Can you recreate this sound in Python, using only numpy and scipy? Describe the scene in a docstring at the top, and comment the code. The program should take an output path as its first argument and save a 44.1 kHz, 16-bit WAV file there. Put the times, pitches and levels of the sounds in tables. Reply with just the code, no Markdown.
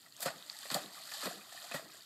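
"""A horse walks through a shallow muddy puddle in an open paddock, some metres away, two steps a second.
Each hoof slaps the water, traps a pocket of air that plops, and thuds into the mud; spray patters back
and muddy water closes around the hoof. Between the steps the legs drag through the water, heard as
swarms of tiny ringing bubbles. A hush of light wind, a distant bird and a dull echo lie behind."""
import sys
import numpy as np
from scipy import signal
from scipy.io import wavfile

SR = 44100
rng = np.random.default_rng(int(sys.argv[2]) if len(sys.argv) > 2 else 0)


def unload_audio(sound):
    """Save the sound as a 16-bit wav file, at the path given as the first command line argument."""
    columns = np.transpose(np.atleast_2d(sound))
    # keep every value between -1 and 1, then stretch to whole-number steps
    steps = np.round(np.clip(columns, -1, 1) * 32767)
    wavfile.write(sys.argv[1], SR, steps.astype(np.int16))


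N = 90404


def amp(db):
    """Decibels to gain."""
    return 10 ** (np.asarray(db) / 20)


def unit(x):
    """Scales to rms 1."""
    return x / np.sqrt(np.mean(x ** 2) + 1e-20)


def add(mix, start, sound):
    """Mixes a sound in at a start time in seconds."""
    part = mix[max(round(start * SR), 0):][:len(sound)]
    part += sound[:len(part)]


def colour(x, points):
    """Minimum-phase EQ through (Hz, dB) points."""
    hz, db = np.transpose(points)
    bins_hz = abs(np.fft.fftfreq(4096, 1 / SR))
    log_gain = np.log(amp(np.interp(np.log(bins_hz + 1), np.log(hz), db)))
    taps = np.fft.ifft(np.exp(np.conj(signal.hilbert(log_gain)))).real
    return signal.fftconvolve(x, taps[:len(taps) // 2])[:len(x)]


def dull(x, hz):
    """Gentle low-pass."""
    return signal.sosfilt(signal.butter(2, min(hz, SR / 3), fs=SR, output="sos"), x)


def churn(t, hz):
    """Turbulent noise an octave either side of hz."""
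    band = signal.butter(2, [hz / 2, min(hz * 2, SR * .45)], "bandpass", fs=SR, output="sos")
    return unit(signal.sosfilt(band, rng.standard_normal(len(t))))


def bubbles(lo_hz, hi_hz, per_s, spread_db, cycles, count=36):
    """A steady swarm of small bubbles of uneven size, each a short rising ring with a soft start."""
    out, t = np.zeros(N), np.arange(SR // 25) / SR
    for hz in np.geomspace(lo_hz, min(hi_hz, SR / 3), count):
        age = t * hz / cycles  # in decay times
        envelope = (1 - np.exp(-age / 0.35)) * np.exp(-age)
        glide = 1 + 0.028 * np.minimum(age, 6)
        ring = unit(envelope * np.sin(2 * np.pi * hz * t * glide))
        strength = amp(spread_db * np.minimum(rng.exponential(1, N), 4))
        births = rng.random(N) < per_s / count / SR
        out += np.sqrt(hz) * signal.oaconvolve(strength * births, ring)[:N]
    return unit(out)


# Tone of the bright spray and the darker slosh. 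Each row: frequency in Hz, relative gain in dB.
SPRAY_EQ = [(200, -49), (1200, 9.5), (2400, -6), (3300, 0.5), (4300, -2), (7500, -5), (12000, -6),
            (16000, -17)]
SLOSH_EQ = [(60, -45), (150, -15), (350, -10.5), (600, -1), (1250, 0), (1900, 1), (2600, -0.5), (4000, -30),
            (12000, -52)]
# Fader moves for the stirred water. Each row: time in seconds, spray level in dB, slosh level in dB.
WADING_LEVELS = [(0, -60, -76), (.06, -61.5, -61), (.11, -63.5, -74), (.19, -55.5, -58), (.32, -56, -55),
                 (0.441, -55.5, -61.5), (.51, -54, -55.5), (.61, -49.5, -56.5), (.70, -47, -54),
                 (.82, -50, -56.5), (.90, -56.5, -57), (0.968, -49, -51), (1.019, -51, -56.5),
                 (1.15, -46.5, -54), (1.25, -43.5, -45), (1.33, -48.5, -49.5), (1.38, -53.5, -55),
                 (1.46, -55, -57), (1.55, -50, -60), (1.69, -51, -52), (1.80, -54.5, -59), (1.88, -59, -58),
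                 (1.938, -54.5, -58.5), (2.05, -58, -66)]


def wading():
    """Legs drag through the puddle: drips patter over a fine fizz and the stirred water gurgles."""
    t = np.arange(N) / SR
    times, spray_db, slosh_db = np.transpose(WADING_LEVELS)
    drips = bubbles(2195, 9370, per_s=2700, spread_db=6.5, cycles=1.9)
    fizz = bubbles(1760, 15000, per_s=20000, spread_db=3.0, cycles=2.7)
    patter = unit(colour(amp(-4.5) * drips + fizz, SPRAY_EQ))
    gurgle = unit(colour(bubbles(562.4, 3230, per_s=1200, spread_db=3.5, cycles=4.8), SLOSH_EQ))
    return amp(np.interp(t, times, spray_db)) * patter + amp(np.interp(t, times, slosh_db)) * gurgle


# Tone of the wind bed. Each row: frequency in Hz, relative gain in dB.
WIND_EQ = [(20, -14), (55, -16), (100, 7.5), (160, -6), (400, -6), (1000, -18.5), (3000, -16.5),
           (8000, -19), (16000, -11)]


def wind():
    """Light wind lays a faint, steady hush under the scene."""
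    return amp(-63.5) * unit(colour(rng.standard_normal(N), WIND_EQ))


# Air pockets closing at a hoof. Each row: start in seconds, level in dB, pitch in Hz, decay in seconds.
AIR_POCKETS = [(.061, -49, 1320, 0.0031), (.062, -44, 1924, .004), (.201, -41, 627, 0.0057),
               (.229, -41, 668, 0.011), (.2585, -25, 525, .008), (.266, -40, 687, 0.034),
               (.280, -25.5, 1440, 0.0056), (.303, -36.5, 665, 0.0065), (.654, -41.5, 584, 0.0075),
               (.749, -23.5, 562, 0.0038), (.760, -24, 758, 0.0073), (.768, -32.5, 587, 0.0095),
               (.781, -35, 686, 0.0081), (.843, -39.5, 350, .006), (.974, -45.5, 1210, 0.01),
               (1.120, -35, 1750, 0.0057), (1.143, -37.5, 810, 0.0056), (1.231, -40, 553, 0.014),
               (1.234, -36.5, 1260, 0.005), (1.2565, -36, 604, 0.013), (1.274, -30.5, 512, 0.0062),
               (1.310, -33.5, 688, 0.0048), (1.520, -49, 1790, 0.01), (1.547, -40.5, 712, 0.0043),
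               (1.575, -34.5, 1790, 0.0036), (1.642, -47.5, 693, 0.017), (1.712, -38, 650, 0.012),
               (1.719, -26, 2510, 0.0039), (1.744, -27.5, 569, 0.0046), (1.760, -31, 1860, 0.0073),
               (1.794, -31.5, 633, 0.0028), (1.945, -45.5, 650, 0.0037)]


def plop(db, hz, decay):
    """A trapped air pocket rings and rises in pitch, then breaks up into churning water."""
    rise_s, glide_per_s = 0.0012, 3.2
    t = np.arange(SR // 8) / SR
    envelope = (1 - np.exp(-t / rise_s)) * np.exp(-t / decay)
    ring = np.sin(2 * np.pi * hz * t * (1 + glide_per_s * t / 2))
    breakup = 0.52 * np.tanh(t / decay) * churn(t, hz)
    return amp(db) * envelope * (ring + breakup)


# Single sharp drops. Each row: start in seconds, level in dB, pitch in Hz.
LARGE_DROPS = [(.1235, -38, 4640), (.1655, -31, 6340), (.425, -34, 3640), (.4984, -24, 4570),
               (.5665, -41, 7500), (.589, -31, 8500), (.7022, -23.5, 4240), (.7443, -19.5, 4650),
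               (.7448, -23, 7230), (.837, -32, 3860), (.860, -31, 4200), (.946, -40.5, 4040),
               (1.0375, -38, 4250), (1.138, -31.5, 4700), (1.257, -25, 4070), (1.932, -40, 2570)]


def drop(db, hz):
    """A large drop plinks for a few cycles, with a noisy tick and a softened top."""
    decay_s, cutoff_hz = 0.00045, 1.6 * hz
    t = np.arange(SR // 50) / SR
    envelope = t * np.exp(-t / decay_s)
    ring = 0.5 * np.sin(2 * np.pi * hz * t)
    plink = envelope / envelope.max() * (ring + 0.34 * churn(t, hz))
    return amp(db) * dull(dull(plink, cutoff_hz), cutoff_hz)


# Bird calls. Each row: start and length in seconds, opening and closing pitch in Hz, level in dB.
BIRD_CHIRPS = [(.135, .035, 2700, 4140, -57), (.380, 0.024, 3700, 2640, -63)]


def bird_chirp(length, from_hz, to_hz, db):
    """A distant bird gives a faint, thin gliding whistle."""
    progress = np.linspace(0, 1, round(length * SR))
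    hz = from_hz + (to_hz - from_hz) * progress ** 2
    envelope = np.sqrt(abs(np.sin(np.pi * progress)))
    return amp(db) * envelope * np.sin(2 * np.pi * np.cumsum(hz) / SR)


# Tone of the finest spray. Each row: frequency in Hz, relative gain in dB.
MIST_EQ = [(2000, -32), (5000, -5), (8000, -2), (12500, -3), (16000, -3)]
# Hooves breaking the water. Each row: peak time, rise and decay in seconds,
# spray level in dB, slosh level in dB, mist level in dB relative to the spray.
HOOF_SLAPS = [(0.2063, 0.00066, 0.0018, -46.5, -62, 13.5), (0.229, .011, .012, -39, -42, 6.5),
              (.260, 0.0055, 0.019, -34, -33.5, -29), (.283, .005, 0.014, -53, -38.5, -12),
              (.305, 0.0017, 0.0063, -45, -47, -15), (0.658, 0.003, 0.0044, -50, -43, -12),
              (0.7042, 0.0011, 0.0016, -46, -31.5, -23), (0.716, 0.0055, 0.021, -37, -37, -22),
              (0.743, 0.001, 0.015, -33, -38, -0.5), (0.76, 0.028, 0.053, -49.5, -43.5, -2),
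              (1.119, .002, 0.003, -47, -42, -6), (1.143, 0.0068, .020, -41.5, -62, -24),
              (1.215, 0.0086, 0.0096, -45.5, -46, -14), (1.233, 0.0053, 0.035, -41.5, -42, -27),
              (1.257, .002, 0.017, -40, -34, -16), (1.311, .002, 0.0071, -55.5, -61, -24),
              (1.526, 0.0032, 0.0078, -49, -47.5, -23), (1.644, 0.0057, 0.011, -46, -50, -15),
              (1.7133, 0.00056, 0.0067, -45, -34.5, -22), (1.745, .010, 0.035, -41.5, -39, -5)]


def splashes():
    """Each hoof slap throws a dense burst of mist, spray and coarser, sloshing bubbles."""
    t, power = np.arange(N) / SR, np.zeros((3, N))
    for peak, rise, decay, spray_db, slosh_db, mist_db in HOOF_SLAPS:
        envelope = np.exp(-np.maximum((peak - t) / rise, (t - peak) / decay))
        power += (amp([[spray_db], [slosh_db], [spray_db + mist_db]]) * envelope) ** 2
    spray = unit(colour(bubbles(1990, 11840, per_s=18000, spread_db=0.5, cycles=1.13), SPRAY_EQ))
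    slosh = unit(colour(bubbles(396, 3080, per_s=4000, spread_db=2.5, cycles=1.01), SLOSH_EQ))
    mist = unit(colour(rng.standard_normal(N), MIST_EQ))
    return (np.sqrt(power) * [spray, slosh, mist]).sum(0)


# Hooves landing in the mud. Each row: start in seconds, level in dB, pitch in Hz.
MUD_THUDS = [(.229, -45, 191), (.262, -34.5, 157), (.263, -45, 278), (.717, -37, 220), (.748, -33.5, 305),
             (.751, -38, 166.3), (1.234, -43, 250), (1.256, -31.5, 271), (1.257, -35, 150),
             (1.271, -37.5, 170), (1.714, -46, 213), (1.743, -40, 286), (1.746, -34.5, 144)]


def thud(db, hz):
    """The weight of the horse gives the mud a short, heavily damped push."""
    rise_s, decay_s = 0.0015, 0.01
    t = np.arange(SR // 8) / SR
    envelope = (1 - np.exp(-t / rise_s)) * np.exp(-t / decay_s)
    body = 0.32 * np.sin(2 * np.pi * hz * t)
    return amp(db) * envelope / envelope.max() * (body + 0.36 * churn(t, hz))


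# Muddy water closing around a sunken hoof. Each row: peak time in seconds, level in dB.
BACKWASH_SWELLS = [(.345, -62), (.825, -55.5), (1.335, -55), (1.825, -56.5)]


def backwash():
    """Large soft bubbles gurgle as the hole in the mud fills."""
    rise_s, decay_s = 0.022, 0.061
    t, level = np.arange(N) / SR, np.zeros(N)
    for peak, db in BACKWASH_SWELLS:
        level += amp(db) * np.exp(-np.maximum((peak - t) / rise_s, (t - peak) / decay_s))
    return level * bubbles(289, 480, per_s=650, spread_db=0, cycles=5.0)


def reflection(sound, decay_s, cutoff_hz):
    """The surroundings smear a sound into a short, darkened tail."""
    t = np.arange(SR // 2) / SR
    tail = rng.standard_normal(len(t)) * np.exp(-t / decay_s)
    return dull(signal.fftconvolve(sound, tail / np.linalg.norm(tail)), cutoff_hz)


def paddock(direct):
    """The open paddock returns one close bounce, light scatter and a dull late echo."""
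    bounce_s, scatter_s, echo_s, send_db = 0.001533, 0.007, 0.086, -13.5
    near = direct.copy()
    add(near, bounce_s, 0.25 * dull(direct, hz=3240))
    out = near.copy()
    add(out, scatter_s, amp(send_db) * reflection(near, decay_s=0.051, cutoff_hz=11000))
    add(out, echo_s, amp(send_db) * reflection(near, decay_s=0.028, cutoff_hz=303))
    return out


def scene():
    """The steps and the bird sound in the paddock, over the wind bed."""
    mix = splashes() + wading() + backwash()
    cues = (AIR_POCKETS, plop), (MUD_THUDS, thud), (LARGE_DROPS, drop), (BIRD_CHIRPS, bird_chirp)
    for table, sound in cues:
        for start, *settings in table:
            add(mix, start, sound(*settings))
    return (paddock(mix) + wind())[None]


# Tone of the microphone. Each row: frequency in Hz, gain in dB.
MICROPHONE_EQ = [(20, -21), (70, -16), (105, -16), (145, 1), (290, 2.5), (390, -4.5), (520, -2.5),
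                 (1950, -4), (2250, -9.5), (3000, -4.5), (4700, 3.5), (5400, -6), (6300, -6), (7100, 1),
                 (8700, -1), (9900, -10), (11200, 0), (12400, 0.5), (13400, -7.5), (15000, -5)]


def record(dry):
    """A small microphone with thin bass and uneven treble, then a steep high cut."""
    high_cut = signal.firwin(511, cutoff=15600, window=("kaiser", 9), fs=SR)
    return signal.oaconvolve(colour(dry[0], MICROPHONE_EQ), high_cut, "same")[None]


dry = scene()
out = record(dry)
unload_audio(out)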